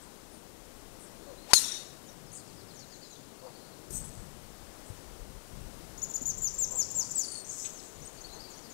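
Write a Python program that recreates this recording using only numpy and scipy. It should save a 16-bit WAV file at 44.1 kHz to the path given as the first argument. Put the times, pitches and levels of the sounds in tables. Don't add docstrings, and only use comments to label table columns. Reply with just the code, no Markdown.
import sys
import numpy as np
from scipy import signal
from scipy.fft import rfft, irfft
from scipy.io import wavfile
from scipy.ndimage import uniform_filter1d, map_coordinates

SR = 44100
rng = np.random.default_rng(int(sys.argv[2]) if len(sys.argv) > 2 else 0)


def dump_mix(stems):
    frames = np.atleast_2d(stems).T
    limited = np.clip(frames, -1, 1)
    pcm = np.round(limited * 32767).astype(np.int16)
    wavfile.write(sys.argv[1], SR, pcm)


N = 384993


def amp(db):
    return 10 ** (np.asarray(db) / 20)


def rms_one(x):
    return x / np.sqrt(np.mean(x ** 2) + 1e-20)


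def in_time(rows, **ends):
    s, *columns = np.transpose(rows)
    return [np.interp(np.arange(N) / SR, s, c, **ends) for c in columns]


def add(out, start_s, x):
    i = round(start_s * SR)
    out[i:i + len(x)] += x[:len(out) - i]


def coloured(spectrum):
    hz, db = np.transpose(spectrum)
    grid_hz = np.maximum(np.fft.rfftfreq(N, 1 / SR), 1)
    gain = amp(np.interp(np.log(grid_hz), np.log(hz), db))
    return rms_one(irfft(rfft(rng.standard_normal(N)) * gain, N))


def drift(knots_per_s):
    knots = rng.standard_normal(int(N / SR * knots_per_s) + 2)
    return map_coordinates(knots, [np.arange(N) / SR * knots_per_s], order=3)


def band(x, low_hz, high_hz):
    edges_hz = [low_hz, min(high_hz, .45 * SR)]
    return signal.sosfilt(signal.butter(2, edges_hz, "band", fs=SR, output="sos"), x)


def swell(n, rise_share):
    return np.sin(np.pi / 2 * np.interp(np.arange(n), [0, rise_share * n, n], [0, 1, 0]))


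def tone(hz, db, overtone_db):
    phase = 2 * np.pi * np.cumsum(hz) / SR
    octave = np.sin(2 * phase) * (hz < SR / 4)
    return np.sqrt(2) * (amp(db) * np.sin(phase) + amp(overtone_db) * octave)


def modes(table, t, bent_t):
    return sum(amp(db - 60 * t / t60_s) * np.sin(2 * np.pi * hz * bent_t) for hz, db, t60_s in table)


def patchy(x, patchy_db, knots_per_s):
    edges_hz = 250 * 2 ** np.arange(0, 6.1, 1 / 3)
    return sum(amp(patchy_db * drift(knots_per_s)) * band(x, low, high)
               for low, high in zip(edges_hz, edges_hz[1:]))


STRIKE_S, CRACK_DB = 1.5336, -3.5
GROUND_DELAY_S, GROUND_DB = .0045, -3
SNAP_DB, SNAP_T60_S = -13, 0.014
SIZZLE_DB, SIZZLE_T60_S = -18, 0.4
# pitch_hz, level_db (re crack), t60_s
CRACK_MODES = [(287, -31, 0.012), (730, -31, 0.007), (1116, 2, 0.0045), (1550, 1, 0.0052),
               (1920, -4, 0.0088), (2400, -4.5, 0.0068), (4590, 0.5, 0.0077), (5040, -3.5, 0.0077),
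               (6560, -4, 0.017), (9200, -7, 0.01), (11000, -9, 0.01), (12900, -23, 0.0088)]
# pitch_hz, level_db (before path or echo gain), t60_s
HEAD_MODES = [(4180, -22.5, 0.4), (6100, -35, .2), (6380, -17.5, 0.15), (6930, -32, 0.68),
              (7030, -32, 0.49), (8260, -40, .2), (9230, -27, 0.28), (10500, -38, .12)]
# after_blow_s, pitch_ratio, level_db
HEAD_PATH = [(0, 1.2, -22), (.016, 1.03, -7), (0.033, 1.0, 6.5), (0.048, .97, 4), (.062, .955, -10),
             (.12, 1.1, -28)]
# delay_s, level_db, length_s
WALL_ECHOES = [(0.105, -14, 0.019), (0.116, -26, .025), (0.146, -17.5, 0.024), (.184, -14.5, 0.016),
               (0.203, -14.5, 0.093), (0.261, -29, .05), (.32, -33, 0.097), (0.387, -39, 0.1),
               (0.55, -36, 0.04)]
# delay_s, pitch_ratio
ECHO_PITCH = [(.105, .865), (.17, .9)]
# freq_hz, level_db (per Hz)
SCATTER_SPECTRUM = [(200, -38), (450, -14), (1000, -12.5), (3000, -10), (3900, 0.5), (5000, -7),
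                    (6700, -1.5), (8000, -9), (10400, -10), (15500, -42)]
# time_s, level_db
SCATTER_LEVEL = [(1.536, -17.5), (1.55, -36.5), (1.606, -38), (1.645, -39), (1.75, -43), (1.85, -53),
                 (2.0, -68)]


def strike():
    out, t = np.zeros(N), np.arange(SR // 2) / SR
    path_s, pitch_ratio, path_db = np.transpose(HEAD_PATH)
    bent_t = np.cumsum(np.interp(t, path_s, pitch_ratio)) / SR
    noise = rng.standard_normal((2, len(t)))
    snap = amp(SNAP_DB - 60 * t / SNAP_T60_S) * band(noise[0], 850, 10400)
    crack = modes(CRACK_MODES, t, t) + snap
    rough = amp(2.5 * drift(180.3))
    waver = 1 + .015 * drift(247)
    add(out, STRIKE_S, amp(CRACK_DB) * crack)
    add(out, STRIKE_S + GROUND_DELAY_S, amp(CRACK_DB + GROUND_DB) * band(crack, 3800, 14800))
    ring = amp(np.interp(t, path_s, path_db)) * modes(HEAD_MODES, t, bent_t)
    add(out, STRIKE_S, ring * rough[:len(t)] ** .4)
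    add(out, STRIKE_S, amp(SIZZLE_DB - 60 * t / SIZZLE_T60_S) * band(noise[1], 5200, 10700))
    for delay_s, db, length_s in WALL_ECHOES:
        n, i = round(length_s * SR), round(delay_s * SR)
        echo_ratio = np.interp(delay_s, *np.transpose(ECHO_PITCH))
        echo_t = np.cumsum(waver[i:i + n]) / SR * echo_ratio
        piece = band(modes(HEAD_MODES, t[:n], echo_t), 3600, 6200)
        add(out, STRIKE_S + delay_s, amp(db) * piece * swell(n, 0.15) * rough[i:i + n])
    scatter_db, = in_time(SCATTER_LEVEL, left=-200, right=-200)
    scatter = rms_one(patchy(coloured(SCATTER_SPECTRUM), patchy_db=1.2, knots_per_s=45))
    return out + amp(scatter_db) * scatter


# time_s, level_db (hiss rms), shedding_hz (mean, before wobble)
SHAFT_SWISH = [(1.44, -78, 496), (1.49, -55.5, 657), (1.515, -41.5, 960), (1.532, -56, 1010),
               (1.56, -61, 800), (1.6, -80.5, 600)]


def swish():
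    db, hz = in_time(SHAFT_SWISH, left=-200, right=-200)
    cycles = np.cumsum(np.maximum(hz, 0) * (1 + 0.242 * drift(140))) / SR
    hiss = rms_one(band(rng.standard_normal(N), 500, 8700))
    return amp(db) * (1.4 * np.sin(2 * np.pi * cycles) + hiss)


LEAD_AHEAD_S, LEAD_RISE_S, LEAD_SAG_S, LEAD_DROP_S = .0415, 0.0131, 0.0064, 0.0068
LEAD_RISE_HZ, LEAD_SAG_HZ, LEAD_DROP_HZ, LEAD_OCTAVE_DB = 3000, 450, 1900, -18
LONG_FROM_HZ, LONG_TO_HZ, LONG_OCTAVE_DB = 5500, 4200, -20
LEAD_BEND, LONG_BEND = 4.06, 2.79
# long_start_s, rise_s, sag_s, drop_s, top_hz, knee_hz, knee_db, lead_top_hz, lead_knee_db
SONG_PAIRS = [(6.017, .019, 0.0095, .008, 7000, 6600, -39, 6950, -48),
              (6.137, 0.017, .010, 0.008, 7100, 6670, -36.5, 7300, -43),
              (6.253, 0.019, 0.039, .011, 7120, 6070, -34, 7200, -42),
              (6.413, 0.011, 0.052, 0.014, 7320, 6080, -32, 7420, -42.5),
              (6.577, 0.015, 0.055, 0.0075, 7560, 6090, -30, 7450, -43.5),
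              (6.748, .012, .050, .030, 7680, 6390, -29, 7500, -38),
              (6.945, 0.012, 0.04, 0.043, 7580, 6720, -29, 7410, -41),
              (7.146, 0.0088, 0.04, 0.059, 7950, 6970, -30, 7270, -40.5)]


def song_notes():
    for start_s, rise_s, sag_s, drop_s, top_hz, knee_hz, knee_db, lead_hz, lead_db in SONG_PAIRS:
        lead_knee_hz = lead_hz - LEAD_SAG_HZ
        yield (start_s - LEAD_AHEAD_S, LEAD_RISE_S, LEAD_SAG_S, LEAD_DROP_S,
               lead_hz - LEAD_RISE_HZ, lead_hz, lead_knee_hz, lead_knee_hz - LEAD_DROP_HZ,
               lead_db, LEAD_OCTAVE_DB, LEAD_BEND)
        yield (start_s, rise_s, sag_s, drop_s, LONG_FROM_HZ, top_hz, knee_hz, LONG_TO_HZ,
               knee_db, LONG_OCTAVE_DB, LONG_BEND)


ATTACK_S, ATTACK_DB, SHOULDER_DB, FADE_DB, BEAK_HISS_DB = 0.0038, -19, -5.5, -18.5, -23.5
# length_s, top_to_knee_db
NOTE_GROWTH = [(.062, -3.5), (.085, 6.5)]


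def songbird():
    hiss = rms_one(band(rng.standard_normal(SR // 4), 5100, 14400))
    out, flutter = np.zeros(N), amp(2.4 * drift(250))
    for (start_s, rise_s, sag_s, drop_s, from_hz, top_hz, knee_hz, to_hz,
         knee_db, overtone_db, bend) in song_notes():
        top_s, knee_s, end_s = np.cumsum([rise_s, sag_s, drop_s])
        t = np.arange(0, end_s, 1 / SR)
        rise = np.clip((top_s - t) / rise_s, 0, 1) ** bend
        sag = np.clip((t - top_s) / sag_s, 0, 1) ** 1.4
        drop = np.clip((t - knee_s) / drop_s, 0, 1) ** 1.06
        hz = top_hz - (top_hz - from_hz) * rise - (top_hz - knee_hz) * sag - (knee_hz - to_hz) * drop
        top_db = knee_db - np.interp(end_s, *np.transpose(NOTE_GROWTH))
        db = np.interp(t, [0, ATTACK_S, top_s, knee_s, end_s],
                       [top_db + ATTACK_DB, top_db + SHOULDER_DB, top_db, knee_db, knee_db + FADE_DB])
        octave_db = db + overtone_db - 8 * rise - 1.5 * drop
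        whistle = tone(uniform_filter1d(hz, size=60), db, octave_db)
        note = whistle + amp(top_db + BEAK_HISS_DB) * hiss[:len(t)]
        add(out, start_s, note * signal.windows.tukey(len(t), .1))
    return out * flutter


# start_s, length_s, start_hz, end_hz, level_db
GLIDES = [(1.06, .02, 5460, 5500, -66), (1.108, 0.025, 5800, 5700, -69), (1.2, .14, 4220, 4220, -72),
          (1.367, 0.1, 3960, 4280, -66), (3.032, 0.032, 5220, 4900, -61), (3.145, .032, 4000, 3300, -66),
          (4.045, .017, 11200, 10200, -52), (4.04, .016, 7370, 8350, -49), (7.131, 0.31, 4970, 4320, -54.5),
          (7.178, 0.29, 9800, 8450, -51.5), (7.488, .02, 6880, 6520, -41), (7.62, 0.05, 8020, 7920, -45),
          (7.625, 0.055, 6350, 6690, -46), (7.726, 0.015, 7300, 7360, -48.5),
          (7.738, .052, 6770, 5930, -55), (7.782, .018, 5700, 5100, -59), (7.795, .012, 4700, 3800, -62),
          (7.943, 0.03, 6957, 6800, -61), (8.048, 0.026, 8260, 8220, -56), (8.402, 0.036, 5530, 4650, -57),
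          (8.618, .058, 5930, 4270, -59)]
# start_s, start_hz, level_db
FALLING_RUN = [(2.265, 5740, -64.5), (2.364, 5630, -64), (2.461, 5740, -63.5), (2.565, 5700, -63.5),
               (2.67, 5900, -64), (2.792, 5020, -60), (2.901, 5370, -58), (3.011, 4890, -60),
               (3.099, 4130, -64)]
RUN_NOTE_S, RUN_END_HZ = .06, 3870
# start_s, length_s, level_db
HIGH_FALLS = [(2.056, 0.076, -65), (2.735, 0.068, -60), (2.908, 0.048, -62), (3.094, .049, -61.5),
              (7.99, 0.025, -59.5), (8.144, .04, -59), (8.315, .047, -57), (8.496, 0.059, -55.5),
              (8.692, 0.041, -56.5)]
# start_s, length_s, level_db
SHORT_RISES = [(2.785, .014, -56), (2.95, .03, -61), (7.445, 0.0118, -49), (8.015, .031, -57),
               (8.071, 0.0108, -48.5), (8.202, 0.025, -56), (8.565, 0.027, -54)]
FALL_FROM_HZ, FALL_HZ_PER_S, RISE_FROM_HZ, RISE_TO_HZ = 7600, 35000, 5500, 7130
# start_s, start_hz, level_db
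TWITTER_FLICKS = [(3.385, 4200, -68), (3.455, 4300, -65), (3.54, 4100, -64), (3.6, 3900, -64),
                  (3.638, 4100, -66), (3.72, 3800, -64), (8.239, 4200, -52.5), (8.29, 3800, -57),
                  (8.32, 3900, -54), (8.39, 4300, -53), (8.437, 4250, -53)]
FLICK_S, FLICK_HZ = .024, 446


def far_notes():
    run = [(s, RUN_NOTE_S, hz, RUN_END_HZ, db) for s, hz, db in FALLING_RUN]
    falls = [(s, length_s, FALL_FROM_HZ, FALL_FROM_HZ - FALL_HZ_PER_S * length_s, db)
             for s, length_s, db in HIGH_FALLS]
    rises = [(s, length_s, RISE_FROM_HZ, RISE_TO_HZ, db) for s, length_s, db in SHORT_RISES]
    flicks = [(s, FLICK_S, hz, hz + FLICK_HZ, db) for s, hz, db in TWITTER_FLICKS]
    return GLIDES + run + falls + rises + flicks


def chirps():
    out, shake, flutter = np.zeros(N), 1 + .009 * drift(500), amp(3.5 * drift(150))
    for start_s, length_s, from_hz, to_hz, db in far_notes():
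        i = round(start_s * SR)
        n = min(round(length_s * SR), N - i)
        hz = to_hz + (from_hz - to_hz) * np.linspace(1, 0, n) ** 1.35
        add(out, start_s, tone(hz * shake[i:i + n], db, -120) * swell(n, 0.59) ** .5)
    return out * flutter


WARBLE_PER_S, WARBLE_SWING_HZ, WARBLE_SHRINK = 58, 2080, .6
# start_s, length_s, centre_hz, level_db
WARBLE_CALLS = [(2.308, .09, 8050, -53.5)]


def warbles():
    out, flutter = np.zeros(N), amp(3.1 * drift(300))
    for start_s, length_s, hz, db in WARBLE_CALLS:
        t = np.arange(0, length_s, 1 / SR)
        width_hz = WARBLE_SWING_HZ * (1 - WARBLE_SHRINK * t / length_s)
        swing_hz = width_hz * np.sin(2 * np.pi * WARBLE_PER_S * t)
        add(out, start_s, tone(hz + swing_hz, db, -120) * swell(len(t), 0.32))
    return out * flutter


CLICKS_PER_S = 1000
# start_s, length_s, centre_hz, width_hz (per filter pass), level_db (before swell)
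NOISE_BURSTS = [(0.014, .045, 8260, 2000, -58), (.3, .11, 9150, 1800, -62), (.985, .105, 8940, 3000, -56.5),
                (2.334, 0.079, 7960, 3200, -50), (2.8, 0.58, 6960, 1500, -66), (3.39, .51, 4400, 1100, -69),
                (3.89, 0.14, 10200, 10200, -49.5), (3.905, 0.0087, 8550, 7000, -46.5),
                (3.914, 0.12, 8300, 900, -41.5), (3.924, 0.09, 6800, 1590, -47),
                (4.852, .066, 8500, 2500, -57.5), (6.9, .52, 7300, 4500, -53),
                (7.452, 0.2, 7220, 3070, -44.5), (7.5, 0.27, 11900, 5000, -62),
                (7.572, .14, 6720, 2700, -46.5), (7.644, 0.034, 3330, 2500, -50),
                (7.815, 0.11, 7200, 2500, -57), (8.167, 0.049, 4450, 500, -57.5),
                (8.354, 0.035, 4200, 400, -57), (8.456, 0.13, 4500, 700, -61)]


def noise_bursts():
    out, draw, size = np.zeros(N), rng.random(N), rng.standard_normal(N)
    for start_s, length_s, hz, width_hz, db in NOISE_BURSTS:
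        part = slice(round(start_s * SR), round((start_s + length_s) * SR))
        rough_noise = size[part] * ((draw[part] < CLICKS_PER_S / SR) + 0.29)
        edges_hz = hz - width_hz / 2, hz + width_hz / 2
        burst = rms_one(band(band(rough_noise, *edges_hz), *edges_hz))
        add(out, start_s, amp(db) * burst * swell(len(burst), 0.32))
    return out


# start_s, end_s, start_hz, end_hz (before arch and shake), level_db, overtone_db, rasp_db
DOG_BARKS = [(1.25, 1.347, 624, 465, -52.5, -68, -63), (3.41, 3.51, 528, 474, -51.5, -65, -58.5),
             (6.69, 6.787, 502.5, 482, -55, -66, -55), (6.961, 7.053, 479, 486, -60, -67, -56.5),
             (8.32, 8.409, 403, 422.6, -66, -57, -58)]


def barks():
    out, shake = np.zeros(N), 1 + 0.026 * drift(150)
    rasp = rms_one(band(rng.standard_normal(N), 570, 1000))
    for start_s, end_s, from_hz, to_hz, db, overtone_db, rasp_db in DOG_BARKS:
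        n, i = round((end_s - start_s) * SR), round(start_s * SR)
        arch = .92 + 0.0965 * swell(n, 0.5)
        hz = np.linspace(from_hz, to_hz, n) * arch * shake[i:i + n]
        voice = tone(hz, db, overtone_db) + amp(rasp_db) * rasp[i:i + n]
        add(out, start_s, voice * swell(n, 0.51))
    return out


FOLIAGE_T60_S, FOLIAGE_DB = 1, -6.5
WASH_BREAK_S = 7.425
# delay_s, level_db
TRUNK_ECHOES = [(.017, -22), (.034, -30)]


def foliage(x):
    t = np.arange(SR // 2) / SR
    decay = amp(-60 * t / FOLIAGE_T60_S) + 2.9 * amp(-60 * t / 0.08)
    wash = rng.standard_normal(len(t)) * decay * np.minimum(t / 0.0033, 1)
    wash = wash * amp(1.5 * drift(70)[:len(t)])
    wash = amp(FOLIAGE_DB) * wash / np.sqrt(np.sum(wash ** 2))
    for delay_s, db in TRUNK_ECHOES:
        add(wash, delay_s, amp([db]))
    early = np.clip((WASH_BREAK_S - np.arange(N) / SR) / .015, 0, 1)
    early_wet = early * signal.fftconvolve(early * x, wash)[:N]
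    late_wet = signal.fftconvolve((1 - early) * x, wash)[:N]
    smear = 1 + 0.5 * drift(1400)
    return band((early_wet + late_wet) * smear, 300, 11000)


# start_s, peak_db, pitch_hz
LOW_THUDS = [(1.534, -47, 70), (3.906, -40.5, 372), (3.907, -42, 122), (3.949, -39, 103), (4.901, -33, 103),
             (6.214, -37, 250)]


def thuds():
    out, t = np.zeros(N), np.arange(SR // 8) / SR
    for start_s, db, hz in LOW_THUDS:
        add(out, start_s, amp(db - 60 * t / 0.083) * np.sin(2 * np.pi * hz * t))
    return out


LUMPS_DB, LUMPS_PER_S = 2.5, 8.0
# time_s, rumble_db, flutter_db
WIND_GUSTS = [(0, -59, -64.5), (.35, -66, -69), (.78, -60, -70), (1.1, -72, -66), (1.36, -59, -75),
              (1.65, -74, -66), (2.28, -69, -57), (3.0, -80, -64), (3.87, -69, -64), (3.94, -49.5, -52),
              (4.28, -52, -56), (4.84, -60.5, -66.5), (5.2, -57, -61), (5.55, -48, -54.5), (6.08, -61, -60),
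              (6.42, -52, -55), (7.15, -67, -59), (7.56, -68, -64), (8.3, -58.5, -62), (8.73, -68, -69)]


def wind():
    rumble_db, flutter_db = in_time(WIND_GUSTS)
    lumps_db = LUMPS_DB * drift(LUMPS_PER_S)
    rumble = rms_one(band(band(rng.standard_normal(N), 16, 56), 17.0, 114))
    flutter = rms_one(band(rng.standard_normal(N), 81, 182))
    flutter_db = flutter_db + 0.52 * lumps_db + 2.3 * drift(15)
    return amp(rumble_db + lumps_db) * rumble + amp(flutter_db) * flutter


AIR_DB, HUM_HZ, HUM_DB = -53.5, 39.8, -71
AIR_STEP_S, AIR_STEP_DB = 3.905, 1.5
# freq_hz, level_db (per Hz)
AIR_SPECTRUM = [(12, -41), (20, 3), (47, -14), (85, -9.5), (232, -1), (428, -2.5), (2340, -18.5),
                (8890, -18.5), (15500, -26.5)]


def air():
    hush = coloured(AIR_SPECTRUM)
    later = np.arange(N) / SR > AIR_STEP_S
    hum = amp(HUM_DB) * rms_one(band(rng.standard_normal(N), HUM_HZ - 5, HUM_HZ + 5))
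    sway_db = .5 * drift(3)
    step = later * (amp(AIR_STEP_DB) - 1) * band(hush, 320, 22000)
    return hum + amp(AIR_DB + sway_db) * (hush + step)


FAR_WET_DB = 4


def scene():
    near, far, rough = songbird(), chirps() + warbles() + barks(), noise_bursts()
    wet = foliage(near + amp(FAR_WET_DB) * far + rough)
    mono = strike() + swish() + near + far + rough + wet + thuds() + wind() + air()
    return np.stack([2 * mono, np.zeros(N)])


RIGHT_HISS_DB, LEAK_DB, CUTOFF_HZ = -72.5, -29, 15700


def record(dry):
    left = np.clip(dry[0], -.88, .88)
    thump = -amp(LEAK_DB) * band(np.abs(dry[0] - left), 25, 220)
    right = thump + amp(RIGHT_HISS_DB) * rng.standard_normal(N)
    low_pass = signal.ellip(12, .5, 70, CUTOFF_HZ, fs=SR, output="sos")
    return signal.sosfilt(low_pass, np.stack([left, right]))


dry = scene()
out = record(dry)
dump_mix(out)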